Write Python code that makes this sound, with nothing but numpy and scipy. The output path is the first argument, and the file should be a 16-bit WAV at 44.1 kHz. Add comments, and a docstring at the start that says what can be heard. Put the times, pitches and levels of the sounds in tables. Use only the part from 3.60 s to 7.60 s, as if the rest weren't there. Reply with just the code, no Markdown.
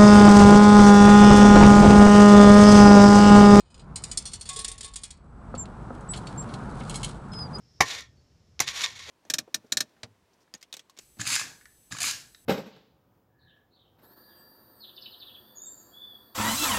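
"""At an outdoor ticket machine, one microphone close by, the road a long way off.
Change rattles down the steel chute and lands in the metal tray; each strike rings the steel it hits.
A hand knocks the flap open, which gives thin stick-slip squeaks, and scrapes the coins over the tray.
Distant traffic rumbles and swells behind it all, with a faint, narrow hiss high in the treble."""
import sys
import numpy as np
from scipy import signal
from scipy.fft import rfft, irfft
from scipy.io import wavfile

SR = 44100
rng = np.random.default_rng(int(sys.argv[2]) if len(sys.argv) > 2 else 0)


def put_to_file(sound):
    """Save the sound as 16-bit audio at rate SR, in the file named by the first command-line argument."""
    columns = np.atleast_2d(sound).T  # one column per channel
    safe = np.clip(columns, -1, 1)
    whole_steps = np.round(safe * 32767)
    wavfile.write(sys.argv[1], SR, whole_steps.astype(np.int16))


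N = 176400

# Coin strikes: high in the chute, low in it, in the tray, under the hand, and a loose coin tipping over.
# Each row: start in seconds, relative level in dB, weight of the body in dB, clatter t60 in seconds.
UPPER_HITS = [(.002, -40.5, -1.5, 0.04), (.056, -60.5, 9, 0.37), (.102, -52, 0, 0.21),
              (.1428, -41, 2, 0.066), (.177, -48, -1, 0.064), (.194, -43.5, 7, 0.12),
              (.358, -19.5, -11, 0.082), (.42, -42, -19, 0.079), (.4375, -19.5, -10.5, 0.056),
              (.496, -42, -12, 0.15), (.5135, -20.5, -11.5, 0.074)]
LOWER_HITS = [(0.5732, -12, -17.5, 0.063), (0.6546, -24.5, -6, 0.18), (0.7157, -38, -3, 0.25),
              (0.734, -23, -7.5, 0.099), (0.8104, -26, -9.5, 0.1), (0.855, -34.5, 2, 0.31)]
TRAY_HITS = [(.8895, -21, -8.5, 0.091), (.9292, -31, -12, 0.16), (.9607, -24.5, -11.5, 0.12),
             (.9895, -22.5, -5.5, 0.12), (1.0453, -18, -8, 0.034), (1.0802, -22, -12, 0.069),
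             (1.1148, -26.5, -15, 0.056), (1.1794, -34.5, -7.5, 0.063), (1.2078, -27, -5, 0.038),
             (1.2293, -31.5, -5, 0.11), (1.245, -27.5, -6.5, 0.083), (1.278, -39.5, -3, 0.068),
             (1.3363, -34, -8, 0.038), (1.3582, -23.5, -10, 0.068), (1.4157, -46, -21, 0.096),
             (1.4347, -25.5, -7, 0.071), (1.452, -36.5, -16, 0.034), (1.5053, -32, -9.5, 0.056)]
HAND_HITS = [(2.0548, -43.5, 5, 0.023), (2.3501, -50, -13, 0.024), (2.4079, -47.5, -30, 0.023),
             (2.5351, -32.5, 6, 0.088), (2.573, -35.5, -16, 0.054), (2.888, -48, 7, .11),
             (2.9377, -36.5, 2, 0.055), (3.2074, -42, 44, 0.083), (3.2954, -26.5, -29, 0.055),
             (3.3078, -40, 8, 0.079), (3.3418, -33, -4, 0.097), (3.3561, -25.5, -22.5, 0.072),
             (3.4307, -27.5, -5, 0.11), (3.4443, -21.5, -13, 0.043), (3.492, -36, -28, 0.021),
             (3.733, -42, 1, 0.067), (3.7883, -41, -3, 0.024), (3.9834, -41.5, -26, 0.055)]
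LOOSE_HITS = [(1.949, -43, 7, .07), (2.56, -38, -4, .1), (2.669, -37, 6.5, 0.07)]
# What those strikes ring. Each row: frequency in Hz, relative level in dB.
UPPER_MODES = [(2510, -5), (3020, -8), (4080, -1), (4790, -1), (5000, -0.5), (6950, 0.5), (7300, -6),
               (7800, -7), (8020, -3.5), (8380, -8), (8660, 1.5)]
LOWER_MODES = [(3420, -7.5), (4370, 0), (4560, -5.5), (5250, -6), (5835, -4.5), (6710, -6.5), (7345, -5.5),
               (8400, -7), (8905, 2.5), (9280, -14.5), (10400, -13.5)]
TRAY_MODES = [(3380, 1.5), (3780, -1.5), (4380, 0), (4940, 0.5), (5330, -4), (5690, -5.5), (6970, 1),
              (7310, 0.5), (7700, -4), (8520, 3.5), (8900, 4.5), (9700, -3)]
HAND_MODES = [(2203, 2.5), (2720, 1.5), (3050, 6.5), (3310, 7), (4160, 5), (5040, -9.5), (6700, -1),
              (7980, -3.5)]
LOOSE_MODES = [(4450, -4.5), (7343, -7)]
# Spectrum of the steel box's dense clatter. Each row: frequency in Hz, relative level in dB.
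CLATTER_COLOUR = [(200, -2), (700, -6.5), (1700, -5.5), (2500, -2), (4200, 4), (6000, -2.5), (8500, 0.5),
                  (10200, -4), (12500, -2.5)]
# Heavy landings in the tray. Each row: start in seconds, sheet ring level in dB, thud level in dB.
LANDINGS = [(0.886, -42, -53), (.962, -47, -40.5), (1.08, -50, -49), (1.235, -50.5, -52),
            (1.358, -63.5, -63)]
# Dull knocks on the flap. Each row: start in seconds, level in dB.
KNOCKS = [(1.941, -27.5), (2.305, -30), (3.209, -33.5)]
# The tray's sheet, its thud, and the flap. Each row: frequency in Hz, relative level in dB, t60 in seconds.
SHEET_MODES = [(747, -3.5, 0.24), (1105, 6, 0.39), (1683, -10, 0.36), (2060, 0.5, 0.17), (2470, -3, 0.2),
               (3600, 5.5, 0.17), (3600, 0, 0.21)]
THUD_MODES = [(421, -0.22, 0.12), (441.4, -1, 0.26)]
FLAP_MODES = [(243.6, -4, 0.14), (534, 0.5, 0.047), (694, -2, 0.036), (1290, 0.5, 0.028)]
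# Flap squeaks, one curve each. Each point: time in seconds, pitch in Hz, relative level in dB.
SQUEAK_CURVES = [
    [(1.975, 7900, -42), (1.997, 7360, -33), (2.029, 7250, -38.5), (2.048, 7360, -61)],
    [(2.486, 8000, -44), (2.494, 7910, -37), (2.519, 7930, -32.5), (2.538, 7900, -50)],
    [(2.775, 7366, -38), (2.811, 7455, -36.5), (2.847, 7580, -68)],
    [(3.716, 5120, -48.5), (3.82, 4990, -35.5), (3.878, 4700, -54.5)],
    [(3.926, 4900, -60), (3.956, 4940, -34), (3.982, 4900, -52)],
]
# Fingers and ticket rubbing on the steel. Each row: time in seconds, level in dB.
RUB_LEVELS = [(1.801, -82), (2.45, -67), (2.7, -57.5), (3.1, -59.5), (3.25, -50), (3.481, -45.5),
              (3.6, -67), (4, -63)]
# Swells from the road. Each row: time in seconds, then relative bass, low-mid and mid levels in dB.
TRAFFIC_LEVELS = [(0, -58, -66, -69.5), (.1, -58.5, -61.5, -67.5), (.3, -44.5, -44, -52.5),
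                  (.6, -49.5, -51, -56.5), (.85, -49, -54, -62.5), (1.52, -52.5, -59, -66.5),
                  (1.9, -43, -42.5, -49.5), (2.35, -42, -43, -46.5), (2.9, -45.5, -35.5, -42),
                  (3.35, -39.5, -37.5, -43), (3.6, -44.5, -39, -47.5), (4, -43, -37.5, -43)]
# The road's spectrum from this distance. Each row: frequency in Hz, relative level in dB.
TRAFFIC_COLOUR = [(15, -25), (35, 5.5), (48, 10.5), (75, 4.5), (110, 5), (145, 7), (175, 4), (215, 3),
                  (300, -7), (620, -12), (830, -9), (1400, -12.5), (1900, -27), (3000, -35.5), (6000, -42),
                  (10000, -43.5), (12500, -48)]
# The microphone's response. Each row: frequency in Hz, gain in dB.
MIC_RESPONSE = [(10, 1), (10200, -1.5), (10900, -16.5), (11700, -20), (12500, -28.5)]

BODY_HZ, BODY_FLAT_DB = 4980, -2  # a strike's body weight shelves the sound below BODY_HZ
MODE_SPREAD_DB, MODE_DETUNE = 3, .003  # scatter from strike to strike
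TAIL_DB, TAIL_T60 = -25, 0.13  # faint noisy tail of the box
REBOUND_S, SETTLE_S = (.005, 0.028), (0.013, 0.14)  # ranges of delay after a strike
SQUEAK_ROUGHNESS, CHATTER_HZ, OCTAVE_DB = [1, 0.35, 0.024, 0.061, 0.016], 547, -25.5


def coins(hits, modes, db, clatter_db, rise_s, hold_s, partials_db):
    """Each coin strike clatters and rings the steel, then rebounds and settles in fainter ticks."""
    out, t = np.zeros(N), np.arange(SR // 5) / SR
    hz, mode_db = np.transpose(modes)[:, :, None]
    damping = (hz / BODY_HZ) ** 0.6 / 0.85  # high modes die sooner
    after_hold = np.maximum(t - hold_s, 0)
    attack = np.minimum(t / rise_s, 1)
    for s, hit_db, body_db, t60 in hits:
        body = lambda f: amp((body_db - BODY_FLAT_DB) / (1 + (f / BODY_HZ) ** 4))
        colour = lambda f: amp(read(CLATTER_COLOUR, f)) * body(f)
        spread, detune, phase = rng.standard_normal((3, len(modes), 1))
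        gain = amp(mode_db + MODE_SPREAD_DB * spread) * body(hz)
        pitch = hz * (1 + MODE_DETUNE * detune)
        waves = np.sin(2 * np.pi * (pitch * t + phase)) * fade(after_hold * damping, t60)
        ring = (gain * waves).sum(0) / np.sqrt((gain ** 2).sum() / 2)
        clatter = noise(len(t), colour) * (fade(after_hold, t60) + amp(TAIL_DB) * fade(t, TAIL_T60))
        after_ring = amp(partials_db) * box_partials(t, colour)
        strike = amp(hit_db + db) * attack * (ring + amp(clatter_db) * clatter + after_ring)
        add(out, s, strike)
        for delay in rng.uniform(*REBOUND_S, size=2):
            add(out, s + delay, .5 * fade(delay, 2 * t60) * strike * fade(t, t60))
        for delay in rng.uniform(*SETTLE_S, size=4):
            add(out, s + delay, amp(-12) * fade(delay, t60=.45) * strike * fade(t, t60 / 2))
    return out


def box_partials(t, colour, count=80, low_hz=1682, high_hz=10790):
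    """The steel box rings on in many inharmonic partials; the high ones die sooner."""
    place, size, phase = rng.random((3, count, 1))
    hz = low_hz + (high_hz - low_hz) * ((np.arange(count)[:, None] + place) / count) ** 1.3
    t60 = 0.24 * (hz / BODY_HZ) ** -0.64
    gain = colour(hz) * size ** 2
    decay = np.exp(np.float32(-np.log(1000) / t60 * t))
    waves = np.sin(np.float32(2 * np.pi * (hz * t + phase))) * decay
    return gain[:, 0] @ waves / np.sqrt((gain ** 2).sum() / 2)


def panel(blows, modes, rise_s, puff_db, puff_t60, puff_hz):
    """Blows ring the modes of the tray or flap, with a short dull puff."""
    out, t = np.zeros(N), np.arange(SR) / SR
    attack = np.minimum(t / rise_s, 1)
    for s, db in blows:
        ring = sum(amp(level) * np.sin(2 * np.pi * hz * t) * fade(t, t60) for hz, level, t60 in modes)
        puff = noise(len(t), lambda f: 1 / (1 + (f / puff_hz) ** 6)) * fade(t, puff_t60)
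        add(out, s, amp(db) * attack * (ring + amp(puff_db) * puff))
    return out


def flap_squeaks(db, waver_hz, edge_s):
    """Thin stick-slip tones; a lower tone beats against them as the flap catches and lets go."""
    out = np.zeros(N)
    for curve, roughness in zip(SQUEAK_CURVES, SQUEAK_ROUGHNESS):
        s, hz, level = np.transpose(curve)
        t = np.arange(s[0], s[-1], 1 / SR)
        waver = noise(len(t), lambda f: np.exp(-(f / 150) ** 2))
        pitch = np.interp(t, s, hz) + waver_hz * roughness * waver
        phase = 2 * np.pi * np.cumsum(pitch) / SR
        at_ends = np.linspace(-1, 1, len(t)) ** 4
        chatter = roughness * at_ends * np.sin(phase - 2 * np.pi * CHATTER_HZ * t)
        tone = np.sin(phase) + chatter + amp(OCTAVE_DB) * np.sin(2 * phase)
        to_edge = np.minimum(t - t[0], t[-1] - t)
        taper = np.sin(np.pi / 2 * np.clip(to_edge / edge_s, 0, 1)) ** 2
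        add(out, s[0], amp(db + np.interp(t, s, level)) * taper * tone)
    return out


def rubbing(grain_db):
    """Fingers and ticket make a grainy friction hiss, coloured by the steel box."""
    grains = amp(grain_db * noise(N, lambda f: 1 / (1 + (f / 90) ** 2)))
    hiss = unit(grains * noise(N, lambda f: amp(read(CLATTER_COLOUR, f))))
    return hiss * amp(np.interp(np.arange(N) / SR, *np.transpose(RUB_LEVELS)))


def traffic(bass_db, low_mid_db, mid_db):
    """Road noise from far off in three bands, each swelling at its own pace."""
    s, *levels = np.transpose(TRAFFIC_LEVELS)
    bands_hz = [(0, 100), (100, 300), (300, SR)]
    out = np.zeros(N)
    for (lo, hi), level, db in zip(bands_hz, levels, (bass_db, low_mid_db, mid_db)):
        band = noise(N, lambda f: amp(read(TRAFFIC_COLOUR, f)) * (f > lo) * (f <= hi))
        out += band * amp(db + np.interp(np.arange(N) / SR, s, level))
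    return out


def whine(db, hz, half_width_hz, fade_in_s):
    """A faint, narrow hiss fades in, high in the treble."""
    onset = np.minimum(np.arange(N) / SR / fade_in_s, 1) ** 2
    return amp(db) * onset * noise(N, lambda f: 1 / (1 + ((f - hz) / half_width_hz) ** 2))


def amp(db):
    """Decibels to gain."""
    return 10 ** (np.asarray(db) / 20)


def unit(x):
    """Scales to rms 1."""
    return x / np.sqrt(np.mean(x ** 2) + 1e-20)


def read(points, hz):
    """Reads a spectrum on a log-frequency axis."""
    f, value = np.transpose(points)
    return np.interp(np.log(hz + 1), np.log(f + 1), value)


def shaped(x, gain):
    """Filters x by a gain given as a function of frequency."""
    return irfft(rfft(x) * gain(np.fft.rfftfreq(len(x), 1 / SR)), len(x))


def noise(size, gain):
    """Coloured noise of rms 1."""
    return unit(shaped(rng.standard_normal(size), gain))


def add(mix, s, sound):
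    """Mixes a sound in at s seconds."""
    part = mix[max(round(s * SR), 0):][:len(sound)]
    part += sound[:len(part)]


def fade(t, t60):
    """Exponential decay, 60 dB down after t60 seconds."""
    return np.exp(-np.log(1000) * t / max(t60, .005))


def scene():
    """Chute, tray and hand up close, the street behind, all at one microphone."""
    out = coins(UPPER_HITS, UPPER_MODES, db=-10, clatter_db=-1.5,
                rise_s=0.0013, hold_s=.0035, partials_db=-12)
    out += coins(LOWER_HITS, LOWER_MODES, db=-9.5, clatter_db=-3,
                 rise_s=0.00045, hold_s=0.0045, partials_db=-14)
    out += coins(TRAY_HITS, TRAY_MODES, db=-9.5, clatter_db=0,
                 rise_s=0.00077, hold_s=0.006, partials_db=-11)
    out += coins(HAND_HITS, HAND_MODES, db=-6, clatter_db=4,
                 rise_s=0.0015, hold_s=0.0011, partials_db=-16)
    out += coins(LOOSE_HITS, LOOSE_MODES, db=-6.5, clatter_db=3.5,
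                 rise_s=0.0019, hold_s=0.0036, partials_db=-15)
    sheet_blows = [(s, db) for s, db, _ in LANDINGS]
    thud_blows = [(s, db) for s, _, db in LANDINGS]
    out += panel(sheet_blows, SHEET_MODES, rise_s=0.028, puff_db=-30, puff_t60=0.087, puff_hz=1500)
    out += panel(thud_blows, THUD_MODES, rise_s=0.012, puff_db=-21, puff_t60=0.092, puff_hz=900)
    out += panel(KNOCKS, FLAP_MODES, rise_s=0.00071, puff_db=-10, puff_t60=0.084, puff_hz=1330)
    out += flap_squeaks(db=4, waver_hz=40.5, edge_s=0.0067)
    out += traffic(bass_db=-1.5, low_mid_db=-1, mid_db=1)
    out += rubbing(grain_db=3.5)
    out += whine(db=-75, hz=7880, half_width_hz=130, fade_in_s=2.6)
    return out[None]


def record(dry):
    """The microphone dulls the top, and a steep low-pass ends the band."""
    coloured = shaped(dry[0], lambda f: amp(read(MIC_RESPONSE, f)))
    low_pass = signal.firwin(511, cutoff=12694, window=("kaiser", 9), fs=SR)
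    return signal.oaconvolve(coloured, low_pass, "same")[None]


dry = scene()
out = record(dry)
put_to_file(out)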